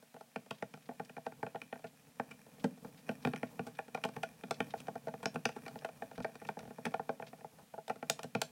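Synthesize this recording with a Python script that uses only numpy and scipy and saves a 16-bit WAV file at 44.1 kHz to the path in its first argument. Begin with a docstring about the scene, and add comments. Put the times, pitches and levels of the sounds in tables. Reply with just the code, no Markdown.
"""Hollow knocks and short scrapes come several times a turn as a chopstick stirs a thick mixture in a
thin plastic tub. Each contact excites the tub's damped modes; the last few snap hard on the plastic.
Between the knocks the mixture churns and squelches, and its foam crackles with bursting bubbles.
Twice a short knock stutters, repeating evenly about every 23 ms over deep bass pulses.
A small room reverberates around the contacts, over a faint hiss."""
import sys
import numpy as np
from scipy import signal
from scipy.fft import rfft, irfft
from scipy.io import wavfile

SR = 44100
rng = np.random.default_rng(int(sys.argv[2]) if len(sys.argv) > 2 else 0)


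def log_audio(samples):
    """Write samples as a 16-bit WAV file to the path given in sys.argv[1]."""
    # one column per channel
    frames = np.atleast_2d(samples).T
    # limit to full scale, then quantise
    limited = np.clip(frames, -1, 1)
    pcm = np.round(limited * 32767).astype(np.int16)
    wavfile.write(sys.argv[1], SR, pcm)


N = 375280

# spectra of the hiss, the churning mass and the foam: f/Hz, relative spectral density/dB
HISS_SPECTRUM = [(30, -19), (100, -50), (230, 20.5), (330, -5.5), (700, 8), (1100, 1), (2500, 2.5),
                 (5000, -1.5), (10000, -1.5), (15500, -5.5)]
CHURN_SPECTRUM = [(40, -24), (110, -8), (150, 4), (190, -1.5), (245, 0.5), (300, -6.5), (365, -25),
                  (460, -3), (590, -13.5), (665, -13.5), (735, -15), (810, -11.5), (950, -16),
                  (2000, -31.5)]
FOAM_SPECTRUM = [(500, -37), (1000, 4), (1450, 5), (1850, 14), (2100, -6), (2420, 17.5), (2850, -6),
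                 (3300, -7), (4200, -38), (5600, 6), (6800, -16), (9500, 1), (15000, -20)]
# spectra of a crack's snap and of its higher sheen: f/Hz, relative spectral density/dB
SNAP_SPECTRUM = [(1500, -13), (3000, 6), (3900, 5.5), (4600, 5), (5300, 3.5), (6200, 3.5), (7000, -25),
                 (9000, -26.5), (15500, -54)]
SHEEN_SPECTRUM = [(3000, -45), (6300, 1), (7800, 6.5), (9200, 2.5), (10500, -0.5), (12500, -8),
                  (15500, -5.5)]
# reverberation in octave bands: f/Hz, t60/s, level/dB
ROOM_BANDS = [(151, 0.31, -10.5), (284, 0.42, -16.5), (572, 0.21, -16), (1110, 0.22, -19.5),
              (2260, 0.24, -16), (4300, 0.16, -11), (9100, 0.18, -13)]
# course of the stirring: t/s, churn level/dB, relative foam level/dB
STIR_LEVELS = [(0.0, -76, -83), (0.35, -73, -77), (0.64, -71.5, -75), (1.35, -67.5, -78), (2.56, -64, -73),
               (2.79, -60.5, -73.5), (3.34, -58, -66.5), (3.6, -59.5, -67), (3.93, -64, -70),
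               (4.71, -57, -66), (5.07, -63, -75.5), (5.4, -61, -68.5), (5.94, -60.5, -71.5),
               (6.84, -63, -69), (7.55, -63.5, -79), (7.81, -70, -89), (8.21, -62.5, -70),
               (8.5, -67.5, -87)]
# the stick cuts in and out of the mixture: t/s, relative level/dB, centre f/Hz, swell time/s
SQUELCH_EVENTS = [(0.546, -56, 2560, .005), (0.584, -56, 2690, 0.0037), (0.823, -57, 2380, 0.0053),
                  (0.857, -57, 3100, .004), (1.049, -53, 4170, 0.0023), (1.868, -52.5, 2730, .005),
                  (2.598, -51.5, 2850, 0.0063), (2.975, -52.5, 2800, .008), (3.226, -53, 3300, 0.0072),
                  (3.47, -56, 2560, .005), (3.751, -53, 2350, .005), (4.137, -58, 2400, 0.0042),
                  (4.541, -47, 3000, 0.0039), (4.705, -46, 2920, 0.0039), (4.78, -49, 3600, .009),
                  (5.524, -55, 2400, .005), (5.789, -49, 3000, .002), (6.155, -51, 2390, 0.0053),
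                  (6.226, -49, 3730, 0.0046), (6.47, -51, 4200, 0.0043), (7.268, -47, 2900, .007)]
# a short knock stutters: t/s, duration/s, knock/dB, thump/dB, hardness/dB, bass pulse/dB
STUTTERS = [(6.1794, .035, -45.5, 5, -12, -58), (6.606, .082, -55.5, 3, -16, -71)]
# the stick strikes bare spots of the wall: t/s, level/dB, f/Hz
WALL_PINGS = [(0.3602, -48, 2560), (4.0391, -40.5, 3080), (4.5096, -50, 4740), (4.6042, -48, 3200),
              (5.2572, -40, 5600), (5.4544, -41.5, 5460), (8.0986, -39, 6140), (8.3509, -44, 2570)]
# stick on tub: t/s, knock/dB, thump of the loaded base/dB, hardness/dB, snap/dB, drag time/ms
# thump, hardness and snap are relative to the knock; a touch cushioned by mixture has low hardness
STICK_CONTACTS = [(0.1422, -55.5, 2, -14, -14, 0.9), (0.165, -54, -6.5, -14, -28, 0.7),
                  (0.2097, -52, -11, -13, -13.5, 1), (0.3602, -40.5, -0.5, -7.5, -18.5, 0.41),
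                  (0.5093, -44.5, 0, 1, -9.5, 1.3), (0.6246, -39.5, -3, -8.5, -20, 0.25),
                  (0.7396, -53.5, 5.5, -1.5, -9, 0.95), (0.8905, -44.0, 2, -20, -29.0, 1.8),
                  (0.912, -52, -8, -22, -29, 0.9), (0.9976, -40, -3, -12.5, -24, 0.4),
                  (1.096, -56, 3, 0, -19, 2.7), (1.1676, -49.5, -2, -4, -25, 1.1),
                  (1.179, -47.0, -5.0, -22, -33, 0.9), (1.2656, -39.0, -6, -14.5, -21.5, 0.82),
                  (1.321, -55.5, 3, -6, -16, 1.2), (1.4299, -37.5, -3.5, -11.0, -28, 0.9),
                  (1.4659, -45.5, -5, -7, -27, 0.9), (1.5476, -42.5, -6.5, -22, -36, 1.8),
                  (1.558, -45.0, -10, -12, -28, 0.9), (1.6174, -58, 4.5, 10.5, -5, 0.82),
                  (1.7275, -43.0, -3.5, -7.5, -38, 0.9), (1.758, -53, -5, -11, -21, 0.3),
                  (1.8426, -43.5, -4, -13.5, -25, 7.6), (2.198, -36.5, -3.0, -9.5, -29, 0.71),
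                  (2.3117, -59, 6, 8.5, -4.0, 7), (2.6424, -35.5, 9.0, -13, -15.5, 3.7),
                  (2.8476, -48.5, 5, -16, -22, 1.7), (3.092, -39, 5, -5, -22, 1.1),
                  (3.113, -50.5, 2, -18, -16, 1.6), (3.2504, -37, 6.5, -1.0, -14.5, 0.42),
                  (3.273, -39.0, 9.0, -9.5, -19, 1.4), (3.3356, -42.5, 3, -3.5, -21, 0.21),
                  (3.361, -57, 6, 7.5, -1, 0.97), (3.4314, -39, 3.0, -7, -31, 1.1),
                  (3.594, -39.5, 3.5, -8.0, -28, 1.1), (3.6667, -46.5, 2, -12, -12.5, 16),
                  (3.7894, -40, -11.0, -4.5, -27, 1.3), (3.8812, -57.0, 5, -7, -13, 0.9),
                  (3.948, -38.0, -6.0, -5.5, -17, 1.6), (3.975, -48.5, -12, -8, -21, 0.36),
                  (4.0391, -41.5, -8, 2.5, -6, 0.3), (4.049, -36.0, -3.5, -16, -15, 4.8),
                  (4.0886, -49.5, 2, -8.0, -14.0, 0.99), (4.165, -45.5, 5.0, -6.5, -14, 1.1),
                  (4.2327, -37.5, -13, -3.5, -12, 2), (4.4368, -48.5, 6.5, -5.0, -16, 0.9),
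                  (4.5096, -35.5, -7.0, -7.5, -7.5, 0.63), (4.6042, -36, 2, -2, -18.0, 0.33),
                  (4.7388, -38.5, -12, -18.5, -28.0, 0.9), (4.803, -67, 17, 9, 6, 2.2),
                  (4.87, -57.5, -1, -4, -6, 0.4), (4.8833, -39.5, -3.5, -19, -27, 0.82),
                  (4.9555, -41, -6.5, -18, -25.0, 0.71), (5.0716, -41, -4.5, -24, -27, 0.68),
                  (5.083, -41, -11, -19, -28.0, 3.7), (5.1396, -44.5, -2, -15.5, -26.0, 0.62),
                  (5.2298, -46, -1, -7, -12, 8.1), (5.2572, -35, -1.5, -3.5, -10.5, 0.35),
                  (5.344, -50.5, 7, -15, -10.5, 8.1), (5.359, -40.5, 3, -5.5, -28, 0.24),
                  (5.4544, -34.5, -1.0, 0.5, -5, 0.34), (5.4909, -45.5, -4, -5, -14, 1.1),
                  (5.563, -46.5, 2, -9, -20, 10.4), (5.6632, -49.5, -1, -1, -14, 4.5),
                  (5.681, -50, -16, -3.5, -7.5, 1.9), (5.7571, -47.5, -2, -17, -23, 0.9),
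                  (5.8207, -55, -1, -10, -17, 5.3), (5.8477, -39.5, -11, -8.5, -17, 5),
                  (5.889, -50.5, -6, -9, -20, 0.37), (6.0221, -41.5, -7, -11, -31, 2.2),
                  (6.114, -52.0, -4, -11, -17, 0.97), (6.2463, -36.5, -9.5, -8.5, -24.0, 1),
                  (6.2905, -54.5, -10, -24, -29, 4.9), (6.3546, -54.0, 2.5, -4, -8, 0.83),
                  (6.4166, -50, -0.5, -11, -29, 4.6), (6.4519, -58, 5, 2, -12, 0.45),
                  (6.4892, -38.5, -9, -7.0, -33, 0.67), (6.5706, -45.5, -2, -23, -33, 0.9),
                  (6.591, -53, -8, -4, -3, 0.9), (6.7062, -50, 1, -14, -30, 1.4),
                  (6.7844, -47, 0.5, -24.0, -28, 1), (6.8539, -41, 2, -0.5, -6, 2.3),
                  (6.864, -42, 5.5, -6, -22, 2.6), (6.9415, -35, -12, -11, -25, 0.72),
                  (6.9961, -38.5, -7.5, -19, -45, 1), (7.0929, -34, -6, -20.5, -39, 3.5),
                  (7.1991, -45.0, -5.5, -20, -36.0, 0.82), (7.2242, -45.5, -8, -7, -31.0, 0.83),
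                  (7.331, -51.5, -5, -13.0, -26, 0.68), (7.4095, -56.5, -4, -13, -27, 1.3),
                  (7.4458, -46.5, -7, -30, -34.0, 1.2), (7.5853, -57, -5, -11, -16, 19),
                  (7.739, -47, -8, -21, -37, 4.6), (7.78, -44, -11, -27, -34.0, 3),
                  (7.8802, -48, -10.0, -13, -6, 1.6), (7.898, -35.0, -8, -11.0, -24, 4.7),
                  (8.0275, -43.0, -1.5, -8, -25.0, 0.2), (8.0986, -37, -4.5, -2, 4.5, 0.57),
                  (8.1924, -48, -7, -4.5, -8.5, 1), (8.232, -55.5, -4, 4, 4, 0.74),
                  (8.242, -44.5, 2.5, -21, -14, 0.9), (8.3509, -36.0, 3.5, -6, -14.5, 0.3),
                  (8.4166, -38, -10, -2.5, 3, 0.61)]
# modes of the loaded tub: f/Hz, relative level/dB, t60/s
TUB_MODES = [(126.7, -7.5, 0.13), (161, 1.5, 0.098), (210.4, 1.5, 0.097), (246.6, 4.5, 0.099),
             (452.3, -16, 0.11), (458.6, 8, 0.047), (542, -14, 0.15), (600.7, -6.5, 0.025), (667, 0, 0.06),
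             (795, 3, 0.03), (862, -3.5, 0.043), (1110, -6, 0.091), (1240, -3, 0.021), (1405.6, 7, 0.048),
             (1533, 1, 0.064), (1816, 9.5, 0.024), (1910, -1.5, 0.06), (2374, 12.5, 0.017),
             (2507, 9, 0.017), (2620, 5.5, 0.0082), (3186, 3, 0.015)]
# registers (thump, hollow, knock, clack, tick): low f/Hz, high f/Hz, gain/dB, thud re ring/dB, thud t60/s
TUB_REGISTERS = [(104, 446, -0.38, -13, 0.17), (384, 676, 1.1, -12, 0.025),
                 (600.7, 890, -0.78, -5.5, 0.017), (960, 1910, 0.62, -2, 0.02),
                 (1985, 3110, -2.05, -5.5, 0.01)]


def from_db(db):
    return 10 ** (np.asarray(db) / 20)


def rms_one(x):
    return x / np.sqrt(np.mean(x ** 2) + 1e-20)


def energy_one(x):
    return x / np.sqrt(np.sum(x ** 2) + 1e-20)


def at_level(x, db, span_s=.01):
    """Equivalent level: a transient gets the energy of a steady sound at db lasting span_s."""
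    return np.sqrt(span_s * SR) * from_db(db) * energy_one(x)


def time_axis(length_s):
    return np.arange(int(length_s * SR)) / SR


def add(out, part, s):
    """Superposition: a sound joins the mix at time s."""
    start = max(0, round(s * SR))
    out[start:start + len(part)] += part[:len(out) - start]


def band(x, low_hz, high_hz):
    return signal.sosfilt(signal.butter(2, [low_hz, high_hz], "band", fs=SR, output="sos"), x)


def shaped(x, spectrum):
    """Linear filtering imposes a spectrum; a white input keeps its power."""
    hz, db = np.transpose(spectrum)
    grid_hz = np.maximum(np.fft.rfftfreq(N, 1 / SR), 1)
    gain = from_db(np.interp(np.log(grid_hz), np.log(hz), db))
    return irfft(rfft(x) * rms_one(gain), N)


def drift(per_s):
    """Random modulation: a line through Gaussian values of unit spread."""
    return np.interp(np.arange(N) / SR * per_s, np.arange(4096), rng.standard_normal(4096))


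def burst(t, t60):
    """Modal overlap: countless heavily damped modes blur into a dying noise."""
    return rng.standard_normal(len(t)) * from_db(-60 * t / t60)


def hiss(level_db=-68):
    """Stationary coloured noise forms a faint floor."""
    return from_db(level_db) * rms_one(shaped(rng.standard_normal(N), HISS_SPECTRUM))


def room(x, first_echo_s=.007):
    """Reverberation: dense reflections decay exponentially, each octave at its own rate."""
    t = time_axis(.5)
    tail = np.zeros(len(t))
    for hz, t60, db in ROOM_BANDS:
        low_hz = hz / np.sqrt(2)
        echoes = band(rng.standard_normal(len(t)), low_hz, 2 * low_hz) * from_db(-60 * t / t60)
        bandwidth_gain = np.sqrt(low_hz / (SR / 2))
        add(tail, from_db(db) * bandwidth_gain * energy_one(echoes), first_echo_s)
    return signal.fftconvolve(x, tail)[:N]


def mixture(lumps_per_s=35, pops_per_s=450, lump_spread_db=4, clump_spread_db=3):
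    """Modulated noise and shot noise: the mass churns in lumps and foam bubbles burst in clumps."""
    s, churn_db, foam_db = np.transpose(STIR_LEVELS)
    t = np.arange(N) / SR
    churn = rms_one(shaped(rng.standard_normal(N), CHURN_SPECTRUM))
    churn *= from_db(np.interp(t, s, churn_db) + lump_spread_db * drift(lumps_per_s))
    sizes_db = 6 * np.minimum(rng.exponential(1, N), 4)  # many small pops, few large
    pops = from_db(sizes_db) * rng.choice([-1, 1], N) * (rng.random(N) < pops_per_s / SR)
    foam = rms_one(shaped(pops, FOAM_SPECTRUM))
    foam *= from_db(np.interp(t, s, foam_db) - 1 + clump_spread_db * drift(lumps_per_s))
    return churn + foam


def stutter_repeats(period_s=.0235):
    """Periodic repetition makes a knock stutter: t/s, knock/dB, thump/dB, hardness/dB, bass pulse/dB."""
    return [(s + age, *levels) for s, length_s, *levels in STUTTERS
            for age in np.arange(0, length_s, period_s)]


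def stutter_bass(t60=.06):
    """Band-limited exponential decay: a short, deep bass pulse under each repeat of the stutter."""
    out = np.zeros(N)
    pulse = band(from_db(-60 * time_axis(.14) / t60), low_hz=38, high_hz=95)
    for s, *_, db in stutter_repeats():
        add(out, at_level(pulse, db), s)
    return out


def squelches(gain_db=-6.5, pops_per_s=3500, edge_ratio=1.68):
    """Shot noise: each squelch is a quick swell of tiny bursting bubbles."""
    out = np.zeros(N)
    t = time_axis(.05)
    for s, db, hz, swell_s in SQUELCH_EVENTS:
        pops = (rng.random(len(t)) < pops_per_s / SR) * rng.standard_normal(len(t))
        swell = t / swell_s * np.exp(-t / swell_s)
        squelch = band(pops * swell, hz / edge_ratio, hz * edge_ratio)
        add(out, at_level(squelch, db + gain_db, span_s=.005), s - swell_s / 2)
    return out


def pings(t60=.013, edge_ratio=1.08):
    """Resonance: a tight cluster of wall modes rings briefly around one pitch."""
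    out = np.zeros(N)
    t = time_axis(.05)
    for s, db, hz in WALL_PINGS:
        ring = band(burst(t, t60), hz / edge_ratio, hz * edge_ratio)
        add(out, at_level(ring, db), s)
    return out


def touches(brushes_per_s=3, brush_db=-61.5, brush_spread_db=3.5):
    """Touches in STICK_CONTACTS columns: firm contacts, dull brushes, and each evenly spaced repeat of the
    stutter."""
    repeats = [(s, db, thump_db, hard_db, -18, .3) for s, db, thump_db, hard_db, _ in stutter_repeats()]
    delay, strength = rng.standard_normal((100, 2)).T
    times = (np.arange(100) + .6 * np.abs(delay)) / brushes_per_s
    levels_db = brush_db + brush_spread_db * strength
    brushes = [(s, db, .5, -11, -13.5, 3.5) for s, db in zip(times, levels_db) if s < N / SR]
    return [*STICK_CONTACTS, *repeats, *brushes]


def tick_level(hard_db):
    """Contact stiffness: the harder the touch, the stronger the top register, in dB re the knock."""
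    return .8 + 1.22 * hard_db


def cracks(contacts, gain_db=-.5, graze_db=-15, clean_t60=.015, grit_db=3):
    """Impact and friction noise: a clean hit cracks; a dragging stick grazes first, then scrapes."""
    snaps, sheens, grazes = np.zeros((3, N))
    t = time_axis(.06)
    for s, knock_db, _, hard_db, snap_db, drag_ms in contacts:
        # the sheen grows with the drag and flares once the snap outweighs the knock
        sheen_db = snap_db - 6.5 + 1.5 * np.log2(drag_ms) + 1.32 * max(snap_db, 0)
        drag_s = drag_ms / 1000
        t60 = clean_t60 + 3.2 * drag_s
        lead_s = min(1.4 * drag_s, .004)
        grit = from_db(grit_db * rng.standard_normal(len(t)))
        for track, db, start in ((snaps, snap_db + gain_db, s), (sheens, sheen_db + gain_db, s),
                                 (grazes, tick_level(hard_db) + graze_db, s - lead_s)):
            add(track, at_level(grit * burst(t, t60), knock_db + db), start)
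    return shaped(snaps, SNAP_SPECTRUM) + shaped(sheens, SHEEN_SPECTRUM) + shaped(grazes, FOAM_SPECTRUM)


def friction(t, drag_ms, slips_per_s=3000, slip_size=.47):
    """Sliding friction: a first impulse, then tiny slips that fade as the stick slides off."""
    slips = (rng.random(len(t)) < slips_per_s / SR) * rng.standard_normal(len(t))
    force = slip_size * slips * np.exp(-t * 1000 / drag_ms)
    force[0] = 1
    return force


def struck_modes(t, spread_db=2, detune_share=.01):
    """Dispersion: bending waves are slower at low pitch, so low modes start late; one row a mode."""
    hz, db, t60 = np.transpose(TUB_MODES)[:, :, None]
    # each point of contact gives a mode its own strength, tuning and path round the wall
    strength, detune, path = rng.standard_normal((3, len(hz), 1))
    lag_s = .001004 * np.abs(1 + .544 * path) * np.sqrt(1000 / hz)
    age = np.maximum(t - lag_s, 0)
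    envelope = from_db(db + spread_db * strength - 60 * age / t60)
    return envelope * np.sin(2 * np.pi * hz * (1 + detune_share * detune) * age)


def knocks(contacts, lead_s=.0008, low_slip_share=.55, low_cut_hz=113):
    """Forced vibration: the contact force is convolved with the tub's response in five registers."""
    out = np.zeros(N)
    t = time_axis(.14)
    mode_hz = np.array(TUB_MODES)[:, 0]
    for s, knock_db, thump_db, hard_db, _, drag_ms in contacts:
        modes = struck_modes(t)
        force = friction(t, drag_ms)
        push = np.r_[1, low_slip_share * force[1:]]  # the heavy low modes feel less of the slips
        drives = ((push, thump_db),
                  (push, -1.48 + .3 * thump_db),  # a heavy blow fills the hollow register
                  (push, 2.1 - .15 * thump_db),  # and deadens the knock register
                  (force, -1.25 + .54 * hard_db),  # a hard touch brings out the clack
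                  (force, tick_level(hard_db)))
        for (low_hz, high_hz, gain_db, thud_db, thud_t60), (drive, drive_db) in zip(TUB_REGISTERS, drives):
            inside = (mode_hz >= low_hz) & (mode_hz < high_hz)
            ring = band(modes[inside].sum(axis=0), low_hz, high_hz)
            thud = band(burst(t, thud_t60), low_hz, high_hz)  # where mixture clings, the wall only thuds
            response = energy_one(ring) + from_db(thud_db) * energy_one(thud)
            wall = signal.fftconvolve(response, drive)[:len(t)]
            add(out, at_level(wall, knock_db + drive_db + gain_db), s - lead_s)
    # the deepest bass is cut away steeply
    return signal.sosfilt(signal.butter(4, low_cut_hz, "high", fs=SR, output="sos"), out)


def scene():
    """Direct and reverberant sound add: tub and mixture close by, the room behind them."""
    contacts = touches()
    taps = knocks(contacts) + cracks(contacts) + pings() + squelches()
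    return (hiss() + room(taps) + mixture() + stutter_bass() + taps)[None]


def record(dry, cutoff_hz=16000):
    """Band limiting: a steep low-pass filter removes the highest treble."""
    return signal.sosfilt(signal.ellip(10, .1, 80, cutoff_hz, fs=SR, output="sos"), dry)


dry = scene()
out = record(dry)
log_audio(out)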